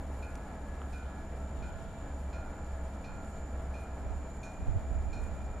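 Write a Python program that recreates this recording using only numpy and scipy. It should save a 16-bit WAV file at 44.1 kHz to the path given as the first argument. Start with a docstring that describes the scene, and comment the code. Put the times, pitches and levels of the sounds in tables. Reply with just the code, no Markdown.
"""Freight train in snowy woods

A freight train creeps closer, its diesel engines throbbing against each other. Machinery whines over the
roar of the wheels, and the bell strikes every 0.7 s and echoes among the trees. Close by, gusts hit the
microphone from the right, and a hand-held camera ticks and gives off a thin, high whirr."""
import sys
import numpy as np
from scipy import signal
from scipy.fft import rfft, irfft
from scipy.io import wavfile
from scipy.ndimage import uniform_filter1d

SR = 44100
rng = np.random.default_rng(int(sys.argv[2]) if len(sys.argv) > 2 else 0)


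def store_wav(level_fs):
    """Save 16-bit WAV to argv[1]."""
    pcm = np.round(np.clip(np.atleast_2d(level_fs), -1, 1) * 32767)
    wavfile.write(sys.argv[1], SR, pcm.T.astype(np.int16))


N = 246959


def from_db(db):
    """Turn decibels into a number to multiply a sound by."""
    return 10 ** (np.asarray(db) / 20)


def seconds():
    """The time of every sample."""
    return np.arange(N) / SR


def frequencies():
    """The frequency in Hz of every point in the spectrum."""
    return np.maximum(np.arange(N // 2 + 1) * SR / N, 1)


def curve(points):
    """Join (pitch_hz, value) points into a curve over all frequencies."""
    hz, value = np.transpose(points)
    return np.interp(np.log(frequencies()), np.log(hz), value)


def noise(spectrum, likeness):
    """Stereo noise shaped by a spectrum; likeness runs from 0 (unrelated sides) to 1 (identical)."""
    mid, side = rfft(rng.standard_normal((2, N)))
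    alike = np.clip(likeness, 0, 1)
    pair = np.sqrt(1 + alike) * mid + np.sqrt(1 - alike) * side * [[1], [-1]]
    return irfft(pair * spectrum * np.sqrt(SR) / 2, N)


def hump(hz, width_hz, order=2):
    """A spectrum with one peak and a total power of one; a higher order gives steeper sides."""
    shape = (1 + (2 * (frequencies() - hz) / width_hz) ** 2 / order) ** (-order / 2)
    return shape / np.sqrt(np.sum(shape ** 2) * SR / N)


def drift(rate_hz):
    """A smooth random wobble, mostly between -1 and 1."""
    hz = np.arange(N // 2 + 1) * SR / N
    slow = irfft(rfft(rng.standard_normal(N)) / (1 + (hz / rate_hz) ** 2), N)
    return (slow - slow.mean()) / slow.std()


def swell(peak_s, half_length_s):
    """A smooth rise and fall around one moment."""
    return np.exp(-np.minimum(((seconds() - peak_s) / half_length_s) ** 2 / 2, 40))


def panned(left_db):
    """Left and right gains; a negative left_db moves the sound to the right."""
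    return from_db([[left_db / 2], [-left_db / 2]])


def diesels(crank_hz, cylinders, lead_db, lope_db, approach_db_per_s):
    """Engines firing at slightly different rates throb together; uneven cylinders add weaker tones."""
    # The engines behind the leading one: faster_by_hz, level_db
    trailing_engines = [(1.47, -46.6), (-.79, -48.3)]
    # Tones of the exhaust: multiple_of_crank_rate, level_db
    exhaust_tones = [(7, -59.5), (9, -55), (10, -60), (11, -63), (13, -69), (14, -67.5), (17, -62),
                     (20, -63.5), (21, -66.5), (23, -64), (24, -63.5), (25, -61.5), (34, -66.5)]
    t = seconds() - 3.2   # at 3.2 s the others fire against the leader and the throb sinks away
    turns = crank_hz * t + 0.0055 * drift(0.83)
    firing = 2 * np.pi * cylinders * turns
    out = from_db(lead_db) * np.sin(firing)
    for faster_by_hz, level_db in trailing_engines:
        out -= from_db(level_db) * np.sin(firing + 2 * np.pi * faster_by_hz * t)
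    lope = lope_db * np.sin(2 * np.pi * turns)   # louder and softer once per turn of the crank
    out *= from_db(lope + approach_db_per_s * t)
    for multiple, level_db in exhaust_tones:
        level = np.sqrt(2) * from_db(level_db + 2.37 * drift(0.63))
        out += level * np.sin(2 * np.pi * (multiple * turns + rng.random()))
    return out * panned(left_db=-.5)


def rolling(swell_db, whine_waver_db, whine_steadiness):
    """The train's broad roar, with narrow whines that grow or fade as it rounds the curve."""
    # Rumble and rolling roar: pitch_hz, level_db (per Hz)
    roar_spectrum = [(8, -84), (16, -62), (45, -63), (60, -64), (85, -71), (108, -74.5), (290, -74.5),
                     (345, -81), (560, -78), (880, -80.5), (1130, -87.5), (1550, -89), (2100, -95.5),
                     (4500, -112), (12000, -135)]
    # Singing fans, gears and wheels: pitch_hz, width_hz, start_level_db, end_level_db
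    whines = [(390, 90, -80, -63), (612.4, 6.1, -70.5, -63.5), (660, 24, -64, -63), (741, 7, -68, -63),
              (831, 7, -66, -65), (846, 6, -66, -68), (1325, 96, -65.5, -64), (1687, 16, -65.8, -70.5),
              (2343, 60, -72, -71), (2408, 36, -95, -68.5)]
    # How alike the far sound is on the left and right: pitch_hz, likeness (0 to 1)
    side_likeness = [(30, 1), (130, 1), (300, 0.97), (700, .95), (1400, 0.9), (3000, 0.54), (8000, 0.4)]
    likeness = curve(side_likeness)
    out = noise(from_db(curve(roar_spectrum)), likeness) * from_db(swell_db * drift(5.5))
    for pitch_hz, width_hz, start_level_db, end_level_db in whines:
        level_db = np.linspace(start_level_db, end_level_db, N) + whine_waver_db * drift(13)
        whine = noise(hump(pitch_hz, width_hz), likeness)
        power = uniform_filter1d(np.mean(whine ** 2, axis=0), size=1300)
        whine /= (power / power.mean()) ** (whine_steadiness / 2)   # partly even out its loudness
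        out += from_db(level_db) * whine
    return out


def fan(pitch_hz, wander_hz, waver_db):
    """A cooling fan sings one clear note that wanders a little in pitch and fades in and out."""
    # Loudness of the fan's note: time_s, level_db
    fan_levels = [(0.0, -57), (0.09, -55), (0.17, -67), (1.31, -62), (1.36, -76), (1.43, -45), (1.48, -69),
                  (1.54, -57), (2.45, -56.5), (2.46, -61), (2.84, -56), (3.21, -63), (3.38, -55),
                  (3.46, -65), (3.66, -50.5), (3.73, -67), (3.77, -60.5), (4.2, -56), (4.21, -68),
                  (4.29, -53.5), (4.38, -71), (4.43, -53), (4.55, -64), (4.93, -52.5), (5.12, -64),
                  (5.6, -66)]
    hz = pitch_hz + wander_hz * drift(6.1)
    level_db = uniform_filter1d(np.interp(seconds(), *np.transpose(fan_levels)), size=1800)
    level_db += waver_db * drift(14)
    return np.sqrt(2) * from_db(level_db) * np.sin(2 * np.pi * np.cumsum(hz) / SR)


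def whirr_and_hiss(whirr_db, whirr_hz, width_hz, flicker_db, rise_db_per_s):
    """A thin, high whirr slowly grows over a faint, flickering hiss."""
    # Faint hiss: pitch_hz, level_db (per Hz)
    hiss_spectrum = [(500, -108), (3000, -107), (5500, -109), (9500, -109), (12000, -117), (15500, -127)]
    level_db = whirr_db + rise_db_per_s * seconds() + flicker_db * drift(2.3)
    whirr = from_db(level_db) * noise(hump(whirr_hz, width_hz, order=8), likeness=0.68)
    hiss = noise(from_db(curve(hiss_spectrum)), likeness=0.47)
    return whirr + hiss * from_db(1.05 * drift(15))


def gust(peak_s, rise_s, fade_s):
    """A gust builds smoothly to its peak, then dies away."""
    age = seconds() - peak_s
    return np.where(age < 0, swell(peak_s, rise_s), np.exp(-np.abs(age) / fade_s))


def wind(breeze_db, sheltered_left_db, flutter_db, lump_db):
    """A breeze and gusts swirl at each side of the microphone; strong gusts add a flutter."""
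    # Gusts on the side facing the wind: peak_s, strength_db, rise_s, fade_s
    gusts = [(1.6, -34.5, .015, .075), (1.82, -38, .055, .057), (3.14, -45, .05, .08),
             (4.1, -35.5, .045, .08), (4.625, -31, .022, .02), (4.688, -25, .014, .035),
             (4.765, -24, .013, .02), (4.925, -31, .025, .035), (5.02, -34.7, .11, .36)]
    # The wind's low, lumpy rumble: pitch_hz, relative_level_db
    rumble_spectrum = [(8, -36), (25, -16), (55, -17.5), (90, -22), (160, -36), (400, -92), (2000, -130)]
    # The flutter of strong gusts: pitch_hz, relative_level_db
    flutter_spectrum = [(40, -44), (75, -12.5), (115, -21), (175, -28.5), (300, -48), (800, -84),
                        (2000, -130)]
    power = from_db(breeze_db) ** 2
    for peak_s, strength_db, rise_s, fade_s in gusts:
        power += (from_db(strength_db) * gust(peak_s, rise_s, fade_s)) ** 2
    strength = np.sqrt(power) * from_db([[sheltered_left_db], [0]])
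    rumble = noise(from_db(curve(rumble_spectrum)), likeness=0.073)
    flutter = noise(from_db(curve(flutter_spectrum) + flutter_db), likeness=0.43)
    flutter *= strength / strength.max()
    return strength * (rumble + flutter) * from_db(lump_db * drift(11.0))


def hiss_swells(grain_db):
    """Soft, grainy swells of high hiss."""
    # Swells of hiss: peak_s, level_db, half_length_s, pitch_hz
    swells = [(.2, -75.5, 0.26, 9800), (.93, -71, 0.076, 8900), (0.997, -71, 0.16, 3300),
              (1.823, -68.5, 0.24, 2900), (2.21, -74, .027, 9000), (3.29, -71, 0.033, 8200),
              (3.82, -70.5, .02, 8900), (5.236, -68, .024, 8600)]
    out = np.zeros((2, N))
    for peak_s, level_db, half_length_s, pitch_hz in swells:
        band = hump(pitch_hz, width_hz=0.57 * pitch_hz, order=6)
        out += from_db(level_db) * swell(peak_s, half_length_s) * noise(band, likeness=0.28)
    return out * from_db(grain_db * drift(60))


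def woods(sound, near_db, near_ring_s, far_db, far_ring_s):
    """A sound arrives directly, then as quick echoes off near trunks and a faint, long forest echo."""
    t = np.arange(SR) / SR
    near = from_db(-60 * t / near_ring_s)
    far = from_db(-60 * t / far_ring_s) * (1 - np.exp(-t / 0.11))
    fade = from_db(near_db) * near / np.linalg.norm(near) + from_db(far_db) * far / np.linalg.norm(far)
    mid, side = rng.standard_normal((2, SR))
    echoes = fade * (mid + side * [[1], [-1]])
    echoes[:, 0] += 1   # the direct sound
    return signal.fftconvolve(sound[None], echoes, axes=1)


def bell(main_hz, clang_db, clang_ring_s, air_dulling_db):
    """Each strike rings all the bell's tones and, as the train moves, takes new paths through the trees."""
    # Strikes, each with a pitch where its paths cancel: start_s, strength_db, brightness_db_per_octave,
    # ring_factor, cancel_hz, cancel_db, low_hum_db, high_hum_db
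    strikes = [(.224, -1, .8, 1.0, 5614, 8, -1, -2), (.927, -1.5, 1.5, .95, 4100, 4, -2, 4),
               (1.623, -2, -1.8, .95, 2480, 3, 1.2, 4), (2.329, -.5, -1, 1.1, 2750, 4, 3, -2),
               (3.042, 1.6, -1.6, 1.2, 2750, 3, -1.5, -8), (3.74, -1.7, -1.8, 1.25, 4300, 2, -4.5, -6),
               (4.431, .3, 7.4, .95, 4550, 7, -7, -3.5), (5.128, 0, 6, 1.1, 6600, 5, -5.5, -4)]
    # The bell's own tones: pitch_hz, level_db, ring_s (time to fade by 60 dB)
    bell_tones = [(1400, -52.5, 1.4), (1492, -55, 1.0), (2405, -58.5, .2), (2426, -50.8, .48),
                  (2560, -57.3, .29), (3609, -72, .4), (3730, -71, .35), (4177, -61.8, .37),
                  (4352, -67.5, .4), (4963, -60.8, .28), (5614, -66, .38), (6271, -72, .3),
                  (6438, -62.5, .26), (7975, -71, .2), (9560, -70.5, .22), (11260, -75, .15)]
    # Tones that dim as the locomotive turns on the curve: pitch_hz
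    dimming_tones = (2560, 4963)
    out = np.zeros((2, N))
    t = np.arange(2 * SR) / SR
    clang_band = signal.butter(2, [2300, 5000], "band", fs=SR, output="sos")
    for start_s, strength_db, brightness, ring_factor, cancel_hz, cancel_db, *hums_db in strikes:
        clang = signal.sosfilt(clang_band, rng.standard_normal(len(t)))
        strike = from_db(clang_db - 60 * t / clang_ring_s) * clang
        for k, (pitch_hz, level_db, ring_s) in enumerate(bell_tones):
            fade = from_db(level_db - 60 * t / (ring_factor * ring_s))
            tone = fade * np.sin(2 * np.pi * (pitch_hz * t + rng.random()))
            if k < len(hums_db):   # the two lowest tones swell into a hum
                strike += from_db(hums_db[k]) * (1 - np.exp(-t / .015)) * tone
                continue
            change_db = brightness * np.log2(pitch_hz / main_hz)
            change_db -= air_dulling_db * (pitch_hz / main_hz - 1)
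            change_db -= cancel_db * np.exp(-(np.log2(pitch_hz / cancel_hz) / 0.24) ** 2)
            if pitch_hz in dimming_tones:
                change_db -= 1.6 * (start_s - N / SR / 2)   # 1.6 dB a second
            if pitch_hz == main_hz:   # restless air makes the main note waver
                change_db += 1.5 * drift(20)[:len(t)]
            strike += from_db(change_db) * tone
        strike *= from_db(strength_db) * (1 - np.exp(-t / 0.00072))   # air and distance soften the hit
        start = round(start_s * SR)
        heard = woods(strike, near_db=-16, near_ring_s=.3, far_db=-16, far_ring_s=1.3)[:, :N - start]
        out[:, start:start + heard.shape[1]] += heard
    return out * panned(left_db=-1.0)


def handling_ticks():
    """A hand rubs the camera, making tiny bursts of high noise."""
    # Bursts of friction: start_s, level_db, fade_s, pitch_hz, width_octaves
    ticks = [(.3545, -47, .0016, 4600, 2.3), (.3765, -57.5, .002, 4900, 2), (2.195, -64, .002, 9000, .7),
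             (3.9944, -64, .0015, 9300, .7), (4.3706, -66, .004, 9000, .7)]
    out = np.zeros(N)
    for start_s, level_db, fade_s, pitch_hz, width_octaves in ticks:
        age = seconds()[round(start_s * SR):] - start_s
        burst = rng.standard_normal(len(age)) * np.exp(-np.minimum(age / fade_s, 20))
        low, high = pitch_hz / 2 ** (width_octaves / 2), pitch_hz * 2 ** (width_octaves / 2)
        band = signal.butter(4, [low, high], "band", fs=SR, output="sos")
        make_up_gain = np.sqrt(SR / 2 / (high - low))   # puts back the power the filter takes away
        out[-len(age):] += from_db(level_db) * signal.sosfilt(band, burst) * make_up_gain
    return out


def wheel_squeals(pitch_hz, half_length_s, wobble_cycles):
    """A wheel's rim rubs the curved rail and sings briefly on one slightly unsteady note."""
    # Faint squeals: peak_s, level_db
    squeals = [(.36, -62.5), (.74, -61.5), (1.19, -63.5)]
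    level = sum(from_db(level_db) * swell(peak_s, half_length_s) for peak_s, level_db in squeals)
    cycles = pitch_hz * seconds() + wobble_cycles * drift(9.2)
    return np.sqrt(2) * level * np.sin(2 * np.pi * cycles)


def knock(start_s):
    """A finger bumps the camera body, whose few tones die at once."""
    # Tones of the camera body: pitch_hz, level_db, ring_s (time to fade by 60 dB)
    body_tones = [(950, -39.5, .012), (1300, -35, .014), (1900, -42.5, .008), (3000, -45.5, .007)]
    age = np.maximum(seconds() - start_s, 0)
    out = np.zeros(N)
    for k, (pitch_hz, level_db, ring_s) in enumerate(body_tones):
        fade = from_db(level_db - 60 * np.minimum(age / ring_s, 4))
        out += (-1) ** k * fade * np.sin(2 * np.pi * pitch_hz * age)
    return out


def scene():
    """The train in the distance, with the wind and the camera close by."""
    train = diesels(crank_hz=8.397, cylinders=8, lead_db=-41.5, lope_db=1.5, approach_db_per_s=0.5)
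    train += rolling(swell_db=0.73, whine_waver_db=1.94, whine_steadiness=.6)
    train += fan(pitch_hz=656.5, wander_hz=3, waver_db=1.0)
    train += wheel_squeals(pitch_hz=1688, half_length_s=0.067, wobble_cycles=0.084)
    train += bell(main_hz=2426, clang_db=-55, clang_ring_s=0.13, air_dulling_db=4.0)
    near = wind(breeze_db=-61, sheltered_left_db=-9.5, flutter_db=-3.0, lump_db=1.7)
    near += handling_ticks() + knock(start_s=.8172) + hiss_swells(grain_db=2.2)
    near += whirr_and_hiss(whirr_db=-67.5, whirr_hz=7070, width_hz=330,
                           flicker_db=1.3, rise_db_per_s=0.58)
    return train + near


def record(dry):
    """Four narrow dips in the treble colour the sound, and everything above 15.5 kHz is cut."""
    for dip_hz in (2500, 5000, 7500, 10000):
        notch = signal.iirnotch(dip_hz, dip_hz / 85, fs=SR)   # 85 Hz wide
        dry = .85 * signal.lfilter(*notch, dry) + .15 * dry
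    return signal.sosfilt(signal.ellip(10, .1, 80, 15500, fs=SR, output="sos"), dry)


dry = scene()
out = record(dry)
store_wav(out)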